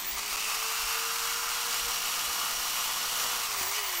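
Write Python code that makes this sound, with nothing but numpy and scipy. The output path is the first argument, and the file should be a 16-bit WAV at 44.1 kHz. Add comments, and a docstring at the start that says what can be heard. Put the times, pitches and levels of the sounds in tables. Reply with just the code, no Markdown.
"""A rising motor whine and a rasping buzz: a handheld electric foam cutter saws up through a foam block.
It stands close to a near-mono microphone in a workshop, over mains hum and low rumble.
A pinion drives a crank that throws two thin blades to and fro; they rasp and rattle at each reversal
and ring the gear head. Near the end the motor sags twice and slows, there is one dull knock,
and the head rings louder as the blades leave the foam."""
import sys
import numpy as np
from scipy import signal
from scipy.fft import rfft, irfft, next_fast_len
from scipy.io import wavfile
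from scipy.ndimage import uniform_filter1d, map_coordinates

SR = 44100
rng = np.random.default_rng(int(sys.argv[2]) if len(sys.argv) > 2 else 0)


def wrap_up_sound(samples):
    """Save the sound to the file named by the first command line argument, as 16-bit audio."""
    columns = np.atleast_2d(samples).T
    # keep every value between -1 and 1, then stretch to whole-number steps
    tamed = np.clip(columns, -1, 1)
    steps = np.round(tamed * 32767).astype(np.int16)
    wavfile.write(sys.argv[1], SR, steps)


N = 176400
TIME_S = np.arange(N) / SR

# Workshop mains hum at the start: pitch_hz, level_db
MAINS_HUM = [(100, -81), (200, -63), (301, -64)]
# Low rumble spectrum: frequency_hz, relative_db
RUMBLE_SPECTRUM = [(10, 3), (25, 2.5), (40, 0.5), (55, -7), (80, -10.5), (140, -31), (400, -30),
                   (2000, -46)]
# Handling bumps: centre_s, level_db
HANDLING_BUMPS = [(.14, -51), (.33, -57), (.85, -48), (1.85, -50), (2.28, -52), (2.57, -55)]
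# Diffuse room sound against the direct sound: frequency_hz, gain_db
ROOM_RESPONSE = [(30, -29), (250, -26), (1200, -28.5), (4000, -26), (12000, -20)]
# Modes of the knock: pitch_hz, relative_db, t60_s
KNOCK_MODES = [(300, -4, 0.021), (800, 0, 0.031)]
# Rubbing in the foam: time_s, level_db
RUB_LEVEL = [(0, -55.5), (.7, -58.5), (1.3, -55), (1.8, -51.5), (2.3, -50), (2.8, -51), (3.25, -48),
             (3.5, -54), (3.68, -50.5), (3.75, -64), (4, -60)]
# Spectrum of that rubbing: frequency_hz, relative_db
RUB_SPECTRUM = [(60, -29), (140, -9), (230, -6.5), (320, -4.5), (450, -3.5), (600, -3.5), (760, 3),
                (1000, -1), (2000, -50)]
# Shaking of the block, against the rubbing: crank_multiple, relative_db
BLOCK_SHAKE = [(2, -18.5), (3, -17.5), (4, -17)]
# Motor speed: time_s, shaft_hz
MOTOR_SPEED = [(0, 349), (.05, 374), (.1, 389), (.17, 404), (.3, 423), (.5, 440), (.75, 451), (1.2, 463),
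               (1.8, 472), (2.6, 478), (3.36, 486), (3.43, 468), (3.53, 422), (3.645, 370), (3.71, 403),
               (3.775, 428), (3.89, 378), (4, 334)]
# Shaft imbalance tone: time_s, level_db
IMBALANCE_LEVEL = [(0, -64), (.2, -56.5), (.5, -55.5), (1, -49.5), (1.7, -53.5), (2.3, -57.5), (2.8, -62),
                   (3.3, -56), (3.52, -54), (3.68, -54), (3.77, -49.5), (3.85, -55.5), (4, -52)]
# Motor and gear tones at top speed: shaft_multiple, level_db
SHAFT_TONES = [(3, -49.5), (6, -52.5), (7, -50.5), (10, -54.5), (11, -49.5), (12, -44.5)]
# Crank tones at top speed, strongest beside the gear mesh: crank_multiple, level_db
CRANK_TONES = [(22, -54.5), (47, -72), (48, -51), (50, -59.5), (51, -60.5), (99, -56)]
# Band in which the gear mesh sings: frequency_hz, relative_db
MESH_SPECTRUM = [(1700, -44), (2350, -14), (2550, -3), (2640, 0), (2730, -1), (2900, -9), (3600, -35)]
# Gear grind at the median speed: frequency_hz, relative_db
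GRIND_SPECTRUM = [(900, -33), (1600, -4.5), (2000, -8), (2400, -2), (2780, -1), (3000, -1.5), (3300, -4.5),
                  (4200, -4), (8000, -38)]
# Modes of the gear head and blade guide: pitch_hz, width_hz, relative_db
HEAD_MODES = [(1072, 33, -0.5), (1968, 59, 2.5), (2105, 12, 1.5), (2222, 86, 3), (2530, 130, -3.5),
              (2900, 130, 5), (4365, 80, -1)]
# How hard the blades work: time_s, gain_db
BLADE_LOAD = [(0.02, -36.5), (0.13, -36), (0.18, -32.5), (0.28, -33.5), (0.33, -30.5), (0.4, -32.5),
              (0.47, -30.7), (0.74, -31), (0.81, -31), (0.85, -32), (0.89, -30), (1.0, -30), (1.03, -32),
              (1.32, -30), (1.36, -32), (1.39, -30.5), (1.48, -32.0), (1.54, -29), (1.67, -31.5),
              (1.74, -28.5), (1.82, -31.5), (1.96, -30), (2.0, -33), (2.06, -30.9), (2.44, -30.5),
              (2.53, -31), (2.56, -32.0), (2.78, -30), (2.81, -31.5), (2.86, -30), (2.99, -31.8),
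              (3.04, -30), (3.11, -32), (3.21, -29), (3.46, -31), (3.49, -33.6), (3.52, -31), (3.79, -31.0),
              (3.83, -33), (3.98, -33.5)]
# Balance within the blade sound: time_s, rattle_db, grind_db, hiss_db
BLADE_BALANCE = [(0.05, -11.5, -5.5, -8.5), (.3, -9, -8, -7.5), (.58, -7.5, -8.5, -7),
                 (.95, -6.5, -7.5, -6), (1.4, -6.5, -9, -7.5), (1.9, -9, -7, -6.5), (2.4, -7.5, -8, -5.5),
                 (2.75, -8.5, -7.5, -6), (3.3, -8.5, -7.5, -5.5), (3.62, -8.5, -8, -7), (3.8, -8.5, -8, -7),
                 (4, -8, -8.5, -6)]
# Blade rattle spectrum: frequency_hz, relative_db
RATTLE_SPECTRUM = [(300, -34), (600, -15), (800, -8), (1000, -3.5), (1130, 0), (1220, 0), (1310, -1.5),
                   (1400, -4), (1570, -9.5), (2200, -15), (5000, -33)]
# Rattle drift; its swing about the mean slides the band: time_s, pitch_hz
RATTLE_DRIFT = [(0, 1083), (.45, 1182), (.9, 1278), (1.35, 1306), (1.9, 1191), (2.4, 1220), (2.85, 1128),
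                (3.25, 1207), (3.65, 1122), (4, 1131)]
# Rasp of blade on blade: frequency_hz, relative_db
RASP_SPECTRUM = [(1500, -48.5), (3000, -16), (3900, -5.5), (4500, -2.5), (4760, 0), (5000, -5),
                 (5400, -1.5), (5700, 1.5), (6200, -1.5), (6900, -1), (7500, -3.5), (8500, -3.5),
                 (10000, -12), (15000, -15)]
# High hiss of the blades: frequency_hz, relative_db
HISS_SPECTRUM = [(4000, -35), (8000, -30), (9200, -3.5), (10000, -3.5), (11300, 3.5), (12800, 1),
                 (14000, 3.5), (15300, .5), (16000, -8.5)]

PINION_TEETH, WHEEL_TEETH = 6, 49


def amp(db):
    """Decibels to gain."""
    return 10 ** (np.asarray(db) / 20)


def unit(x):
    """Scale to rms 1."""
    return x / np.sqrt(np.mean(x ** 2) + 1e-20)


def gain_at(spectrum, hz):
    """The gain of a spectrum table, read on a log frequency axis."""
    knots_hz, db = np.transpose(spectrum)
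    return amp(np.interp(np.log(hz + 1), np.log(knots_hz + 1), db))


def curves(rows):
    """One value per sample for each column after the time."""
    times, *columns = np.transpose(rows)
    return [np.interp(TIME_S, times, column) for column in columns]


def wobble(rate_hz):
    """A smooth random curve with rate_hz knots a second."""
    return map_coordinates(rng.standard_normal(int(N * rate_hz / SR) + 4), [TIME_S * rate_hz])


def filtered(x, response):
    """Filter x by a function of frequency in Hz."""
    size = next_fast_len(N + SR // 2)
    return irfft(rfft(x, size) * response(np.fft.rfftfreq(size, 1 / SR)), size)[..., :N]


def coloured(x, spectrum):
    """x shaped by a spectrum, at rms 1."""
    return unit(filtered(x, lambda hz: gain_at(spectrum, hz)))


def noise(spectrum):
    """Steady noise with a spectrum, at rms 1."""
    return coloured(rng.standard_normal(N), spectrum)


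def shifted(x, offset_hz):
    """Slide a noise band along the frequency axis by a curve."""
    return np.real(signal.hilbert(x) * np.exp(2j * np.pi * np.cumsum(offset_hz) / SR))


def tone(turns, db, flutter_db, blur_rad):
    """A sine on a running phase; its level and phase flutter."""
    flutter = amp(flutter_db * wobble(24.96))
    return amp(db) * unit(flutter * np.sin(2 * np.pi * turns + blur_rad * wobble(70)))


def background(fade_db_per_s=10):
    """The workshop behind the cutter: fading mains hum, low rumble and soft handling bumps."""
    fade_db = fade_db_per_s * TIME_S
    hum = sum(tone(hz * TIME_S, db - fade_db, flutter_db=2, blur_rad=.1) for hz, db in MAINS_HUM)
    rumble = amp(-58.5) * noise(RUMBLE_SPECTRUM)
    bumps = sum(amp(db) * np.exp(-((TIME_S - s) / .048) ** 2) for s, db in HANDLING_BUMPS)
    thud = noise([(15, -41), (30, 5), (55, -1), (90, -19), (250, -66)])
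    return hum + rumble + bumps * thud


def room(x):
    """Faint, ever-changing wall reflections reach the microphone differently left and right."""
    frames = signal.stft(x, nperseg=512)[2]
    scrambled = frames * np.exp(2j * np.pi * rng.random(frames.shape))
    diffuse = signal.istft(scrambled, nperseg=512)[1][:N]
    side = filtered(unit(diffuse) * x.std(), lambda hz: gain_at(ROOM_RESPONSE, hz))
    return np.array([x + side, x - side])


def near_walls(x, t60_s=.12, wet_db=-13):
    """Surfaces near the cutter add a short answer that combs the rasp."""
    t = np.arange(SR // 8) / SR
    tail = rng.standard_normal(len(t)) * amp(-60 * t / t60_s) * (t > .004)
    wet = signal.fftconvolve(x, tail / np.linalg.norm(tail))[:N]
    return (x + amp(wet_db) * wet) / np.hypot(1, amp(wet_db))


def knock(start_s=3.612, level_db=-31):
    """One dull knock as the blades near the top of the block."""
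    t = np.maximum(TIME_S - start_s, 0)
    return sum(amp(level_db + db - 60 * t / t60) * np.sin(2 * np.pi * hz * t)
               for hz, db, t60 in KNOCK_MODES)


def foam(crank, sag_s=3.62, sag_width_s=.13):
    """The blades rub and shake the block; it throbs at the stroke rate while the motor sags."""
    shake = sum(tone(k * crank, db, flutter_db=2, blur_rad=.51) for k, db in BLOCK_SHAKE)
    sag = np.exp(-((TIME_S - sag_s) / sag_width_s) ** 2)
    throb = sag * tone(2 * crank, db=-60, flutter_db=4, blur_rad=.32)
    return amp(curves(RUB_LEVEL)[0]) * (noise(RUB_SPECTRUM) + shake) + throb


def motor(shaft, crank, speed_hz):
    """Gear tones with crank sidebands swell with speed, beside shaft imbalance and a thin high whine."""
    effort = (speed_hz / speed_hz.max()) ** 4
    gears = sum(tone(k * shaft, db, flutter_db=3, blur_rad=.87) for k, db in SHAFT_TONES)
    gears += sum(tone(k * crank, db, flutter_db=3, blur_rad=.55) for k, db in CRANK_TONES)
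    imbalance = tone(shaft, curves(IMBALANCE_LEVEL)[0], flutter_db=2.36, blur_rad=.053)
    whine = tone(39 * shaft, db=-39, flutter_db=3, blur_rad=1.9)
    return effort * gears + imbalance + whine


def slips(crank, repeat_share=.22, points=760):
    """Friction noise, part of which comes back with every crank turn."""
    surface = map_coordinates(rng.standard_normal(points), [crank % 1 * points], mode="grid-wrap")
    return np.sqrt(1 - repeat_share) * rng.standard_normal(N) + np.sqrt(repeat_share) * unit(surface)


def strokes(crank, depth, decay, scatter_db):
    """Blade force: a jolt of random size at each reversal, decaying over a share of the stroke."""
    stroke = 2 * crank
    sizes = amp(scatter_db * np.clip(rng.standard_normal(1000), -2, 1))
    return 1 + depth * sizes[stroke.astype(int)] * np.exp(-(stroke % 1) / decay)


def gear_mesh(crank, speed_hz, sing_hz=435, width_hz=16):
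    """The mesh sings as the motor runs up through one shaft speed."""
    offset_hz = speed_hz - sing_hz
    running_up = speed_hz >= .97 * np.maximum.accumulate(speed_hz)
    singing = amp(-10) * np.exp(-(offset_hz / width_hz) ** 2 / 2) * running_up
    band = shifted(coloured(slips(crank), MESH_SPECTRUM), PINION_TEETH * offset_hz)
    return uniform_filter1d(singing, size=2000) * band


def gear_head(friction, free_s=3.73, rise_s=.04, free_db=8):
    """Friction rings the gear head and blade guide, louder once the blades leave the foam."""
    def response(hz):
        return sum(amp(db) * 1j * hz * width / (pitch ** 2 - hz ** 2 + 1j * hz * width)
                   for pitch, width, db in HEAD_MODES)

    free = np.clip((TIME_S - free_s) / rise_s, 0, 1)
    return amp(-13 + free_db * free) * unit(filtered(friction, response))


def blades(crank, speed_hz):
    """Close up, the blades slide on each other and jolt the gears and their head at every reversal."""
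    rattle_db, grind_db, hiss_db = curves(BLADE_BALANCE)
    drift_hz, = curves(RATTLE_DRIFT)
    load = amp(curves(BLADE_LOAD)[0] + .23 * wobble(21.98))
    force = strokes(crank, depth=.55, decay=.6, scatter_db=5)
    jolts = strokes(crank, depth=.39, decay=.12, scatter_db=4.5)
    rattle = coloured(jolts * slips(crank), RATTLE_SPECTRUM)
    rattle = amp(rattle_db + 1.2 * wobble(70)) * shifted(rattle, drift_hz - drift_hz.mean())
    mesh_shift_hz = PINION_TEETH * (speed_hz - np.median(speed_hz))  # the grind follows the tooth rate
    grind = amp(grind_db + .5) * shifted(coloured(force * slips(crank), GRIND_SPECTRUM), mesh_shift_hz)
    mesh = gear_mesh(crank, speed_hz)
    rasp = amp(-4 + .14 * wobble(14)) * coloured(force * slips(crank), RASP_SPECTRUM)
    hiss_gain = amp(hiss_db - 2.5 + .31 * wobble(40))
    grain = amp(.48 * wobble(1500))
    hiss = hiss_gain * coloured(force * grain * slips(crank), HISS_SPECTRUM)
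    ring = gear_head(force * slips(crank))
    return load * (rattle + grind + mesh + rasp + hiss + ring)


def scene():
    """The cutter in the workshop: one motor speed drives its tones and its blade strokes."""
    speed_hz = curves(MOTOR_SPEED)[0] * (1 + .0012 * wobble(30))
    shaft = np.cumsum(speed_hz) / SR  # shaft and crank angles count whole turns as 1
    crank = shaft * PINION_TEETH / WHEEL_TEETH
    cutting = near_walls(blades(crank, speed_hz)) + foam(crank) + motor(shaft, crank, speed_hz)
    return room(cutting + knock() + background())


def record(dry, ceiling_db=-20.5, gap_s=.3632, gap_length_s=.0046, top_hz=15780):
    """The highest peaks are rounded off, an edit cut leaves an instant of silence, top treble is cut."""
    soft = dry / (1 + np.abs(dry / amp(ceiling_db)) ** 4) ** (1 / 4)
    outside_gap = (TIME_S < gap_s) | (TIME_S > gap_s + gap_length_s)
    return filtered(soft * outside_gap, lambda hz: hz < top_hz)


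dry = scene()
out = record(dry)
wrap_up_sound(out)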